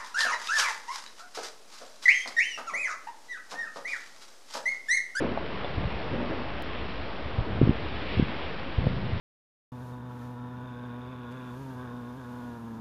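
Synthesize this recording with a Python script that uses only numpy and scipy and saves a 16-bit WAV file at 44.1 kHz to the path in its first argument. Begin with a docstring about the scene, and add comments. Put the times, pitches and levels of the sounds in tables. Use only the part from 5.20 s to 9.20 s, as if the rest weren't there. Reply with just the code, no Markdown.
"""Drift ice on a river, heard from a bridge as it passes below. Slushy rims rub with a fine, dense
hiss of breaking crystals over the wash of the water. Now and then floes grind with a hollow rumble
or knock together, and one rim scrapes along another. Gusts buffet the microphone with low, dull puffs."""
import sys
import numpy as np
from scipy import signal
from scipy.fft import rfft, irfft
from scipy.io import wavfile
from scipy.ndimage import uniform_filter1d

SR = 44100
rng = np.random.default_rng(int(sys.argv[2]) if len(sys.argv) > 2 else 0)


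def generate_wav(signal):
    """Clip the signal to [-1, 1] and save it as 16-bit WAV at the path in sys.argv[1]."""
    frames = np.transpose(np.atleast_2d(signal))
    scaled = np.clip(frames, -1, 1) * 32767
    pcm = np.round(scaled).astype(np.int16)
    wavfile.write(sys.argv[1], SR, pcm)


N = 176400


def undb(db):
    """Decibels to gain."""
    return 10 ** (np.asarray(db) / 20)


def unit(x):
    """Scale to an rms of 1."""
    return x / np.sqrt(np.mean(x ** 2))


def curve(rows):
    """Join (t/s, value) rows by straight lines."""
    return np.interp(np.arange(N) / SR, *np.array(rows).T)


def colour(x, points):
    """Filter x by a curve of (f/Hz, level/dB) points, silent beyond its ends; rms 1."""
    hz, db = np.array(points).T
    f = np.maximum(np.arange(N // 2 + 1) * SR / N, 1)
    gain_db = np.interp(np.log(f), np.log(hz), db, left=-np.inf, right=-np.inf)
    return unit(irfft(rfft(x) * undb(gain_db), N))


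def resonate(x, hz, width_hz):
    """One resonance, at rms 1."""
    return unit(signal.lfilter(*signal.iirpeak(hz, hz / width_hz, fs=SR), x))


def lowpass(x, hz):
    """Steep treble cut."""
    return signal.sosfilt(signal.ellip(10, .2, 80, hz, fs=SR, output="sos"), x)


def walk(rate):
    """Smooth wander through `rate` random values a second, at rms 1."""
    hold = int(SR / rate)
    steps = np.repeat(rng.standard_normal(N // hold + 1), hold)
    return unit(uniform_filter1d(uniform_filter1d(steps, hold), hold)[:N])


def restless(x, rate, flicker_db):
    """Let each half-octave band from 100 to 6400 Hz swell and fade on its own."""
    f = np.maximum(np.arange(N // 2 + 1) * SR / N, 100)
    half_octaves = 2 * np.log2(f / 100)
    spectrum = rfft(x)
    bands = (irfft(spectrum * np.maximum(1 - abs(half_octaves - k), 0), N) for k in range(13))
    return sum(band * undb(flicker_db * walk(rate)) for band in bands)


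def envelope(start, length, attack, release):
    """Linear attack, hold and exponential release; times in s."""
    age = np.arange(N) / SR - start
    return np.clip(age / attack, 0, 1) * np.exp(-np.maximum(age - length, 0) / release)


def burst(x, shape):
    """Play x under an envelope, near rms 1 while it holds."""
    return x * shape / np.sqrt(np.sum((x * shape) ** 2) / np.sum(shape ** 2))


def fractures(per_s, spread_db):
    """Tiny cracks click at random; a spread makes a few stand out."""
    cracked = rng.random(N) < per_s / SR
    size = np.minimum(rng.exponential(size=N), 6)
    sign = rng.choice([-1, 1], N)
    return unit(cracked * sign * undb(spread_db * size))


def crystals():
    """Countless ice crystals break: the far ones merge into noise, the near ones rustle."""
    far = rng.standard_normal(N)
    near = undb(-6) * fractures(per_s=2500, spread_db=4)
    return far + near


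def rubbing():
    """Slushy rims rub all over the river, shedding crystals in a flickering hiss."""
    # swell of the hiss: t/s, level/dB before the gain
    swell = [(0, -47.5), (.35, -44.5), (.6, -45.5), (1.1, -45), (1.5, -45.5), (2.05, -46), (2.3, -48),
             (2.6, -45), (2.95, -44.5), (3.27, -43.5), (3.45, -46), (3.7, -46.5), (4, -46)]
    # spectrum of the hiss: f/Hz, level/dB
    spectrum = [(400, -34), (1000, -6), (1800, 1), (2600, -0.5), (3300, -2.5), (4000, -8), (5000, -14.5),
                (5600, -21.5), (6200, -41)]
    gain_db = 1.43
    hiss = colour(restless(crystals(), rate=10, flicker_db=0.97), spectrum)
    return hiss * undb(curve(swell) + gain_db)


def wash():
    """Moving water and distant ice blend into a broad, dull bed."""
    # swell of the river: t/s, level/dB before the gain
    swell = [(0, -42), (.22, -44), (.38, -42.5), (.52, -44), (.85, -42), (1.08, -42), (1.4, -44.5),
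             (1.85, -45), (2.3, -43), (2.88, -43.5), (3.25, -43.5), (3.55, -45.5), (4, -46)]
    # spectrum of the river: f/Hz, level/dB
    spectrum = [(15, -19), (28, -15.5), (45, -1.5), (65, 5), (100, -2.5), (170, -3.5), (300, -4.5),
                (550, -6), (800, -9), (1120, -10.5), (1500, -15.5), (3000, -26), (6000, -51.5)]
    gain_db = 8
    water = colour(restless(rng.standard_normal(N), rate=16, flicker_db=1.0), spectrum)
    return water * undb(curve(swell) + gain_db)


def grinding():
    """Floes stick and slip: loosely regular jerks ring the plate while the contact crumbles."""
    # floes in contact: start t/s, length/s, level/dB, floe pitch f/Hz
    grinds = [(0.0, 0.042, -26.5, 319), (0.073, .04, -34.5, 221.6), (0.924, 0.1, -32.5, 240.5),
              (1.092, 0.03, -31.5, 335), (1.172, 0.044, -38.5, 246)]
    # spectrum of the crumbling contact: f/Hz, level/dB
    spectrum = [(100, -14), (180, -5), (250, 0), (400, -4.5), (560, -3), (800, -19.5), (1300, -23.5),
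                (3000, -34)]
    slip_jitter, ring_db = .06, -2
    out = np.zeros(N)
    for start, length, db, hz in grinds:
        cycles = np.cumsum(hz * (1 + slip_jitter * walk(150))) / SR
        slips = np.diff(np.floor(cycles), prepend=0) * undb(2.6 * walk(120))  # one uneven jerk a cycle
        crumble = colour(fractures(per_s=900, spread_db=0), spectrum)
        ring = undb(ring_db) * resonate(slips, hz, width_hz=33)
        out += undb(db) * burst(crumble + ring, envelope(start, length, attack=.01, release=0.043))
    return out


def knocks():
    """Short, damped clacks of floe on floe; a thin edge may clink along."""
    # collisions: t/s, level/dB, pitch ratio, edge trim/dB
    hits = [(.1747, -18.5, 0.98, -23), (.4452, -24.5, 0.85, -4), (.641, -30, 0.86, -13),
            (3.641, -26.5, .76, -17), (3.668, -21.5, 0.71, -24.5)]
    # modes of a floe: f/Hz at ratio 1, relative level/dB, t60/s
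    floe_modes = [(684, 0, 0.033), (811, -2, 0.028), (1106, -15, 0.04), (1420, -20, 0.04)]
    out = np.zeros(N)
    for start, db, ratio, edge_db in hits:
        age = np.maximum(np.arange(N) / SR - start, 0)
        edge_mode = (4110, edge_db - 6, .05)
        for hz, mode_db, t60 in [*floe_modes, edge_mode]:
            decay = envelope(start, 0, attack=0.00066, release=t60 / np.log(1000))
            out += undb(db + mode_db) * np.sin(2 * np.pi * hz * ratio * age) * decay
    return out


def wind():
    """Gusts rumble and flutter right at the microphone; each eddy is a pressure dip with a raised rim."""
    # spectrum of the buffeting: f/Hz, level/dB
    spectrum = [(15, -16.5), (35, -0.5), (70, -1), (130, 2.5), (210, -3.5), (320, -14), (500, -19),
                (1000, -44.5)]
    # gusts: start t/s, length/s, level/dB
    gusts = [(0.571, 0.11, -33.5), (0.9, 0.051, -33.5), (2.178, 0.03, -29.5), (2.282, 0.14, -34),
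             (2.401, 0.098, -25), (2.963, 0.066, -27.5), (3.58, 0.14, -29), (3.724, 0.25, -32.5)]
    # single eddies that hit the microphone: t/s, dip level/dB, half width/s
    eddies = [(0.5818, -18, 0.0024), (.658, -22, .0028), (.672, -26, .002), (2.191, -18, 0.0026),
              (2.2128, -23, 0.0048), (2.3325, -20.5, 0.0028), (2.4164, -5, 0.00084), (2.432, -13, 0.0015),
              (2.4403, -16, 0.0019), (2.4756, -14.5, 0.00078), (2.4948, -6, 0.0012), (2.509, -16, 0.0011),
              (2.974, -17.5, 0.0018), (2.9858, -23, .0018), (2.998, -9.5, 0.0009), (3.0271, -12, .0016),
              (3.587, -13, 0.0025), (3.6716, -11, 0.0016), (3.935, -19.5, 0.0027)]
    port_hz, port_db, eddy_lean = 106, -6.5, 0.13
    flutter = resonate(colour(rng.standard_normal(N), spectrum), port_hz, width_hz=120)
    rumble = unit(colour(rng.standard_normal(N), spectrum) + undb(port_db) * flutter)
    out = np.zeros(N)
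    for start, length, db in gusts:
        out += undb(db) * burst(rumble, envelope(start, length, attack=0.0081, release=0.018))
    for when, db, width in eddies:
        u = (np.arange(N) / SR - when) / width
        out += undb(db) * (u ** 2 - eddy_lean * u - 1) * np.exp(-u ** 2 / 2)
    return out


def tick(at_s, db):
    """One faint, thin tick."""
    return undb(db) * (np.arange(N) == int(at_s * SR))


def scrape():
    """One rim slides along another: the crackle of crystals, narrower in colour than the hiss."""
    # swell of the slide: t/s, level/dB
    swell = [(2.5, -63), (2.7, -50), (2.8, -45), (2.94, -39.5), (3.07, -47.5), (3.16, -51), (3.25, -46),
             (3.43, -62)]
    # spectrum of the slide: f/Hz, level/dB
    spectrum = [(700, -20), (1400, -7), (2000, -1.5), (2600, -1), (3400, -3.5), (4200, -13.5),
                (5500, -28.5)]
    return colour(crystals(), spectrum) * undb(curve(swell))


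def scene():
    """Ice, water and wind at one microphone on the bridge."""
    return (rubbing() + wash() + grinding() + knocks() + wind() + scrape())[None]


def record(dry):
    """A small camera's microphone passes a narrow band and sits slightly off zero; a tick lies on top."""
    dc_offset = -.016
    narrow = lowpass(dry, hz=5850)
    return lowpass(narrow + tick(at_s=1.4233, db=-28), hz=16000) + dc_offset


dry = scene()
out = record(dry)
generate_wav(out)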